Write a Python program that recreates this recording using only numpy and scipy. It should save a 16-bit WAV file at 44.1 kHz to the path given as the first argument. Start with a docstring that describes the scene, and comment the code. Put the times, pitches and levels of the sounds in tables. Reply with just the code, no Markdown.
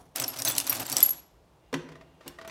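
"""Raked coins, then table sounds

A hand rakes through a heap of coins on a table, with a small metal object among them; one coin chatters
to rest. After a pause come knocks on the wood, a soft rustle swelling at 2.2 s, small taps nearby and
two late clinks, in a quiet furnished room with a faint whine. Metal, table and hollow object are
decaying sine modes with noise bursts; the rake is hiss, grains and rumble; the room is decaying noise
convolved with the sources; the air is steady coloured noise."""
import sys
import numpy as np
from scipy import signal
from scipy.fft import rfft, irfft, next_fast_len
from scipy.io import wavfile
from scipy.ndimage import map_coordinates

SR = 44100
rng = np.random.default_rng(int(sys.argv[2]) if len(sys.argv) > 2 else 0)


def wrap_up_sound(samples):
    """Save the sound to the file named by the first command line argument, as 16-bit audio."""
    columns = np.atleast_2d(samples).T
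    # keep every value between -1 and 1, then stretch to whole-number steps
    tamed = np.clip(columns, -1, 1)
    steps = np.round(tamed * 32767).astype(np.int16)
    wavfile.write(sys.argv[1], SR, steps)


N = 110250
T_S = np.arange(SR // 2) / SR  # time within one event
SCENE_T_S = np.arange(N) / SR

# Metal contacts. Each row: start in seconds, letter of the coin or object, click level in dB,
# levels of its three modes in dB (three columns), mode t60 in seconds.
METAL_CONTACTS = [(0, "c", -69, -77, -68, -90, 0.25), (0.16, "c", -22, -33, -49, -28.5, 0.025),
                  (.2, "a", -19.5, -50, -29, -28, 0.043), (0.28, "e", -27, -42, -20.5, -46, 0.057),
                  (.373, "a", -33.5, -54, -34, -46.5, 0.037), (.389, "c", -27, -35, -57.5, -34.5, 0.097),
                  (0.421, "e", -21, -56.5, -36, -43.5, 0.027), (0.45, "d", -16, -26.5, -35.5, -29, 0.076),
                  (.472, "a", -25.5, -35.5, -31.5, -31.5, 0.14), (0.482, "d", -20, -36, -45, -18.5, 0.073),
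                  (.51, "a", -26, -36, -40.5, -35, .12), (.552, "a", -32, -52.5, -27, -32.5, 0.016),
                  (0.5794, "b", -25.5, -45.5, -36, -34.5, 0.026),
                  (0.5819, "b", -11.5, -53, -40.5, -13.5, 0.021),
                  (0.6014, "h", -19, -23.5, -30.5, -29.5, 0.013), (0.61, "h", -30, -35, -36.5, -41.5, .03),
                  (0.6682, "d", -27, -33.5, -50, -50, 0.027), (0.6765, "a", -30, -54, -34, -40.5, 0.024),
                  (.696, "c", -22, -25.5, -21.5, -13.5, 0.044), (0.75, "c", -27.5, -34.5, -45, -46, 0.027),
                  (0.7987, "c", -25, -46.5, -42.5, -31.5, 0.075),
                  (0.853, "b", -38.5, -41.5, -58.5, -61.5, 0.073),
                  (0.899, "f", -24.5, -47, -40.5, -47.5, .025), (.918, "b", -23.5, -33.5, -35, -50.5, 0.13),
                  (.926, "c", -20.5, -27.5, -42, -28, 0.044), (0.9678, "a", -12.5, -44, -20, -20.5, 0.034),
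                  (0.983, "b", -21, -47.5, -24, -47, 0.048), (1.005, "a", -19, -33.5, -38.5, -28, 0.0529),
                  (1.028, "e", -20.5, -38, -3.5, -32.5, 0.036),
                  (1.033, "e", -23.5, -47.5, -16.5, -23, 0.043),
                  (1.035, "g", -44.5, -18.5, -58, -66, 0.028),
                  (1.0606, "e", -31, -47.5, -9.5, -38, 0.02867), (1.0915, "e", -27, -34, -12.5, -23, 0.023),
                  (1.106, "e", -31, -35, -16, -45.5, 0.031), (1.134, "e", -52, -54, -38, -60, 0.054),
                  (2.279, "h", -31, -39, -41, -36, 0.023), (2.477, "a", -41, -60, -49.5, -59, 0.11)]
# Clearest modes of each coin, and of a small metal object (h), perhaps a key or clip.
# Each entry: letter, then three frequencies in Hz.
METAL_MODES_HZ = dict(a=(3447, 5935, 7975), b=(4560, 7985, 10730), c=(5630, 9800, 12920),
                  d=(6350, 10950, 14660), e=(6697, 11488, 15320), f=(5270, 9090, 12050),
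                  g=(7190, 12400, 16400), h=(2850, 3600, 5512))
# Colour of the metal click. Each row: frequency in Hz, relative level in dB.
METAL_CLICK_COLOUR = [(300, -36.5), (2200, -8), (5000, 3.5), (11000, 3.5), (16000, -1)]
# Hand in the heap. Each row: time in seconds, relative scrape level in dB, table rumble level in dB.
RAKE_LEVELS = [(0, -75, -52.5), (0.146, -94.5, -77), (0.157, -45, -52), (0.226, -48, -38.5),
               (0.271, -59, -47), (.35, -59, -55), (.41, -50.5, -45.5), (0.446, -52.5, -48),
               (.455, -40.5, -39), (0.531, -48, -44.5), (.65, -56.5, -50), (0.702, -46, -45.5),
               (.775, -47.5, -45), (0.816, -47.5, -39), (.84, -54.5, -45.5), (0.889, -52.5, -55),
               (0.931, -48, -38.5), (0.959, -54, -46.5), (0.973, -44.5, -42), (1.05, -50.5, -50),
               (1.15, -63.5, -55.5), (1.25, -87, -77)]
# Colour of the sliding hiss. Each row: frequency in Hz, relative density in dB per Hz.
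SCRAPE_COLOUR = [(300, -29), (550, 2.5), (1500, -0.5), (6000, -6), (13000, -11.5), (16500, -19)]
# Colour of the table rumble. Each row: frequency in Hz, relative density in dB per Hz.
RUMBLE_COLOUR = [(30, -53.5), (60, -27), (119, -1), (205, -18.5), (260, -1), (500, -14.5), (714, -6.5),
                 (1500, -22.5), (3000, -68)]
# Knocks on the table, and a soft rustle swelling at 2.2 s. Each row: start in seconds,
# mode level in dB, noise level in dB, noise rise time constant in ms.
TABLE_EVENTS = [(1.728, -27.5, -30, 0.7), (1.74, -28.5, -20.5, 0.51), (1.917, -50.5, -44, 2.6),
                (2.2, -86, -49, 72), (2.26, -41, -43, 8.9)]
# Modes of the wooden table. Each row: frequency in Hz, relative level in dB, t60 in seconds.
TABLE_MODES = [(156.1, -7, 0.25), (273.5, 1.5, 0.12), (351.8, -5, 0.19), (464, 1.5, 0.086),
               (874, -7.5, 0.081), (1048, -9.5, 0.17), (1523, -10, 0.023)]
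# Colour of the noise in table events and taps. Each row: frequency in Hz, relative level in dB.
BURST_COLOUR = [(100, -2), (400, 2.5), (1500, -1), (5000, -11), (16000, -33.5)]
# Taps on a small hollow object. Each row: start in seconds, ring level in dB, click level in dB.
HOLLOW_TAPS = [(1.8876, -58, -46), (1.954, -55, -49.5), (2.0094, -57.5, -49.5), (2.208, -58.5, -50.5),
               (2.386, -43.5, -42.5), (2.412, -55, -40.5), (2.447, -48, -42.5), (2.476, -60, -39),
               (2.496, -60, -37.5)]
# Modes of the hollow object. Each row: frequency in Hz, relative level in dB, t60 in seconds.
HOLLOW_MODES = [(657, 2, 0.2), (1177, 10.5, 0.037), (1890, 14, 0.026)]
# Room decay. Each row: frequency in Hz, t60 in seconds.
ROOM_DECAY = [(150, 0.95), (5000, 0.5), (14000, 0.24)]
# Faint far whine. Single row: start in seconds, stop in seconds, frequency in Hz, level in dB.
FAR_WHINE = (1.6, 2.4, 2800, -76.5)
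# Colour of the room air. Each row: frequency in Hz, relative density in dB per Hz.
AIR_COLOUR = [(20, -29), (50, 1), (103, -9.5), (163, -5), (215, -17.5), (339, -11), (952, -17),
              (1730, -28.5), (3000, -30.5), (16500, -44)]

CLICK_T60_S, SKID_DB, SKID_T60_S = 0.005, -13, 0.057  # skid relative to click
AFTER_DB, AFTER_T60_AT_10KHZ_S = -31, 0.27  # faint longer ring, relative to its mode
WAVER_DB, WAVER_KNOTS_PER_S = 3, 270  # contact makes the ring waver
NEIGHBOUR_DB, NEIGHBOUR_T60_S, SNAP_DB = -13, 0.021, 9.5  # dB relative to click; t60 scaled at random
GRAINS_PER_S, GRAIN_SPREAD_DB, GRAIN_DB = 600, 5, 0.5  # mean rate; GRAIN_DB relative to hiss
GRAIN_RING_TAU_S, GRAIN_TICK_TAU_S = .0022, 0.0002735
RATTLE_DB, RATTLE_T60_S = -27.5, 0.21  # loose things on the table, relative to the noise level
COIN_ROOM_DB, WOOD_ROOM_DB, AIR_DB = -14.5, -10.5, -60
TOP_HZ = 16000


def amp(db):
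    """dB to gain."""
    return 10 ** (np.asarray(db) / 20)


def unit(x):
    """Scaled to rms 1."""
    return x / np.sqrt(np.mean(x ** 2) + 1e-20)


def along(points, hz):
    """(Hz, value) points interpolated on a log frequency axis."""
    point_hz, value = np.transpose(points)
    return np.interp(np.log(hz + 1), np.log(point_hz + 1), value)


def filtered(x, response):
    """x times a response of frequency."""
    size = next_fast_len(N + 8192)
    return irfft(rfft(x, size) * response(np.fft.rfftfreq(size, 1 / SR)), size)[:N]


def noise(colour):
    """Coloured noise of rms 1."""
    return unit(filtered(rng.standard_normal(N), lambda hz: amp(along(colour, hz))))


def puffs(envelope, colour):
    """Noise under an envelope, then coloured; the colour has unit power."""
    return filtered(envelope * rng.standard_normal(N), lambda hz: unit(amp(along(colour, hz))))


def wobble(knots_per_s, size=N):
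    """Smooth random curve through normally distributed knots."""
    knots = rng.standard_normal(int(size * knots_per_s / SR) + 4)
    return map_coordinates(knots, [np.arange(size) * knots_per_s / SR])


def fall(t60_s):
    """Decay of 60 dB in t60, 2 ms at least."""
    return amp(-60 * T_S / max(t60_s, .002))


def sine(hz):
    """Sine over one event."""
    return np.sin(2 * np.pi * hz * T_S)


def add(out, start_s, sound):
    """Mixes a sound in at a time."""
    part = out[max(round(start_s * SR), 0):][:len(sound)]
    part += sound[:len(part)]


def metal_modes(letter, mode_dbs, t60_s):
    """Modes of one coin or object, each wavering on its own, with a main decay and a faint longer one."""
    total = 0
    for hz, db in zip(METAL_MODES_HZ[letter], mode_dbs):
        level = amp(db + WAVER_DB * wobble(WAVER_KNOTS_PER_S, size=len(T_S)))
        decay = fall(t60_s) + amp(AFTER_DB) * fall(AFTER_T60_AT_10KHZ_S * 10000 / hz)
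        total = total + level * sine(hz) * decay
    return total


def neighbours():
    """Neighbouring coins: 14 brief modes of random level, pitch and decay."""
    total = 0
    for a, b, c in rng.random((14, 3)):
        total = total + amp(NEIGHBOUR_DB - 12 * a) * sine(2500 * 6 ** b) * fall(NEIGHBOUR_T60_S * (.3 + c))
    return total


def clinks():
    """Each contact snaps (impulse), clicks and skids (noise), and rings its metal and the neighbours."""
    ring, burst, snap = np.zeros(N), np.zeros(N), np.zeros(N)
    attack = 1 - np.exp(-T_S / 0.0005)
    click_shape = fall(CLICK_T60_S) + amp(SKID_DB) * fall(SKID_T60_S)
    for start_s, letter, click_db, *mode_dbs, t60_s in METAL_CONTACTS:
        tone = metal_modes(letter, mode_dbs, t60_s) + amp(click_db) * neighbours()
        add(ring, start_s, tone * attack)
        add(burst, start_s, amp(click_db) * click_shape)
        add(snap, start_s, amp([click_db + SNAP_DB]))
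    snap = filtered(snap, lambda hz: unit(amp(along(METAL_CLICK_COLOUR, hz))))
    return ring + puffs(burst, METAL_CLICK_COLOUR) + snap


def grains():
    """Tiny coin contacts at random times: a noise tick and two decaying sines of random pitch; rms 1."""
    draw = rng.random((3000, 5))
    on = draw[:, 1] < GRAINS_PER_S * N / SR / len(draw)
    k = np.arange(300)  # samples within a grain
    hz = 2200 * 6.5 ** draw[:, 2:4]
    ring = draw[:, 4:] * np.sin(2 * np.pi * hz[..., None] * k / SR).sum(axis=1)
    ring = ring * np.exp(-k / SR / GRAIN_RING_TAU_S)
    tick = rng.standard_normal(ring.shape) * np.exp(-k / SR / GRAIN_TICK_TAU_S)
    size = amp(GRAIN_SPREAD_DB * rng.exponential(size=(len(draw), 1)).clip(0, 3.5))
    at = (draw[:, :1] * N).astype(int) + k
    train = np.bincount(at[on].ravel(), (size * (ring + tick))[on].ravel(), 2 * N)[:N]
    return unit(filtered(train, lambda hz: amp(along(METAL_CLICK_COLOUR, hz))))


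def rake():
    """Sliding coins: hiss and grains under one fluctuating level, plus a rumble in the table."""
    time_s, scrape_db, rumble_db = np.transpose(RAKE_LEVELS)
    scrape_db = np.interp(SCENE_T_S, time_s, scrape_db, right=-120) + 7.5 + 3.43 * wobble(110)
    rumble_db = np.interp(SCENE_T_S, time_s, rumble_db, right=-120)
    scrape = amp(scrape_db) * (noise(SCRAPE_COLOUR) + amp(GRAIN_DB) * grains())
    return scrape + amp(rumble_db) * noise(RUMBLE_COLOUR)


def excited(events, modes, burst_t60_s):
    """Each event rings wavering modes under a noise burst and rattle; a slow rise prolongs the burst."""
    ring, burst = np.zeros(N), np.zeros(N)
    attack = 1 - np.exp(-T_S / 0.0031)
    rattle = amp(RATTLE_DB) * fall(RATTLE_T60_S)
    for start_s, ring_db, burst_db, rise_ms in events:
        tone = 0
        for hz, db, t60_s in modes:
            tone = tone + amp(db + 3 * wobble(60, size=len(T_S))) * fall(t60_s) * sine(hz)
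        rise = 1 - np.exp(-1000 * T_S / max(rise_ms, .1))
        main = fall(burst_t60_s + rise_ms / 100)
        add(ring, start_s, amp(ring_db) * tone * attack)
        add(burst, start_s, amp(burst_db) * (main + rattle) * rise)
    return ring + puffs(burst, BURST_COLOUR)


def table_sounds():
    """Knocks ring the wooden table; the rustle is a slowly rising noise with almost no ring."""
    return excited(TABLE_EVENTS, TABLE_MODES, 0.028)


def taps():
    """Small taps excite the modes of a hollow object, all with a 1 ms click rise."""
    return excited([(*tap, 1) for tap in HOLLOW_TAPS], HOLLOW_MODES, 0.053)


def room(x):
    """Reverberation: convolution with noise whose bands each die at their own speed."""
    hz, t_s, bands = signal.stft(rng.standard_normal(SR // 2), SR, nperseg=256)
    decay = amp(-60 * t_s / along(ROOM_DECAY, hz)[:, None])
    tail = signal.istft(bands * decay, SR, nperseg=256)[1]
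    delayed = np.pad(x, (200, 0))  # samples
    return signal.fftconvolve(delayed, tail / np.linalg.norm(tail))[:N]


def whine():
    """Thin sine of unsteady level inside a faint hiss centred on its pitch, faded in and out."""
    start_s, stop_s, whine_hz, db = FAR_WHINE
    tone = amp(3 * wobble(150)) * np.sin(2 * np.pi * whine_hz * SCENE_T_S)
    hiss = unit(filtered(rng.standard_normal(N), lambda hz: 1 / (1 + ((hz - whine_hz) / 1200) ** 2)))
    fade = np.clip(np.minimum(SCENE_T_S - start_s, stop_s - SCENE_T_S) * 20, 0, 1)
    return fade * amp(db) * (tone + hiss)


def air():
    """Steady coloured noise of the room air."""
    return amp(AIR_DB) * noise(AIR_COLOUR)


def scene():
    """Metal and table sounds, their reverberation, the whine and the air."""
    metal = clinks() + rake()
    table = table_sounds() + taps()
    wet = room(amp(COIN_ROOM_DB) * metal + amp(WOOD_ROOM_DB) * table)
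    return (metal + table + wet + whine() + air())[None]


def record(dry):
    """The microphone drops the deepest bass and keeps nothing above its band limit."""
    def response(hz):
        bass_cut = hz ** 4 / (hz ** 4 + 40 ** 4)
        return bass_cut / (1 + (hz / TOP_HZ) ** 60) * (hz < 17000)
    return filtered(dry[0], response)[None]


dry = scene()
out = record(dry)
wrap_up_sound(out)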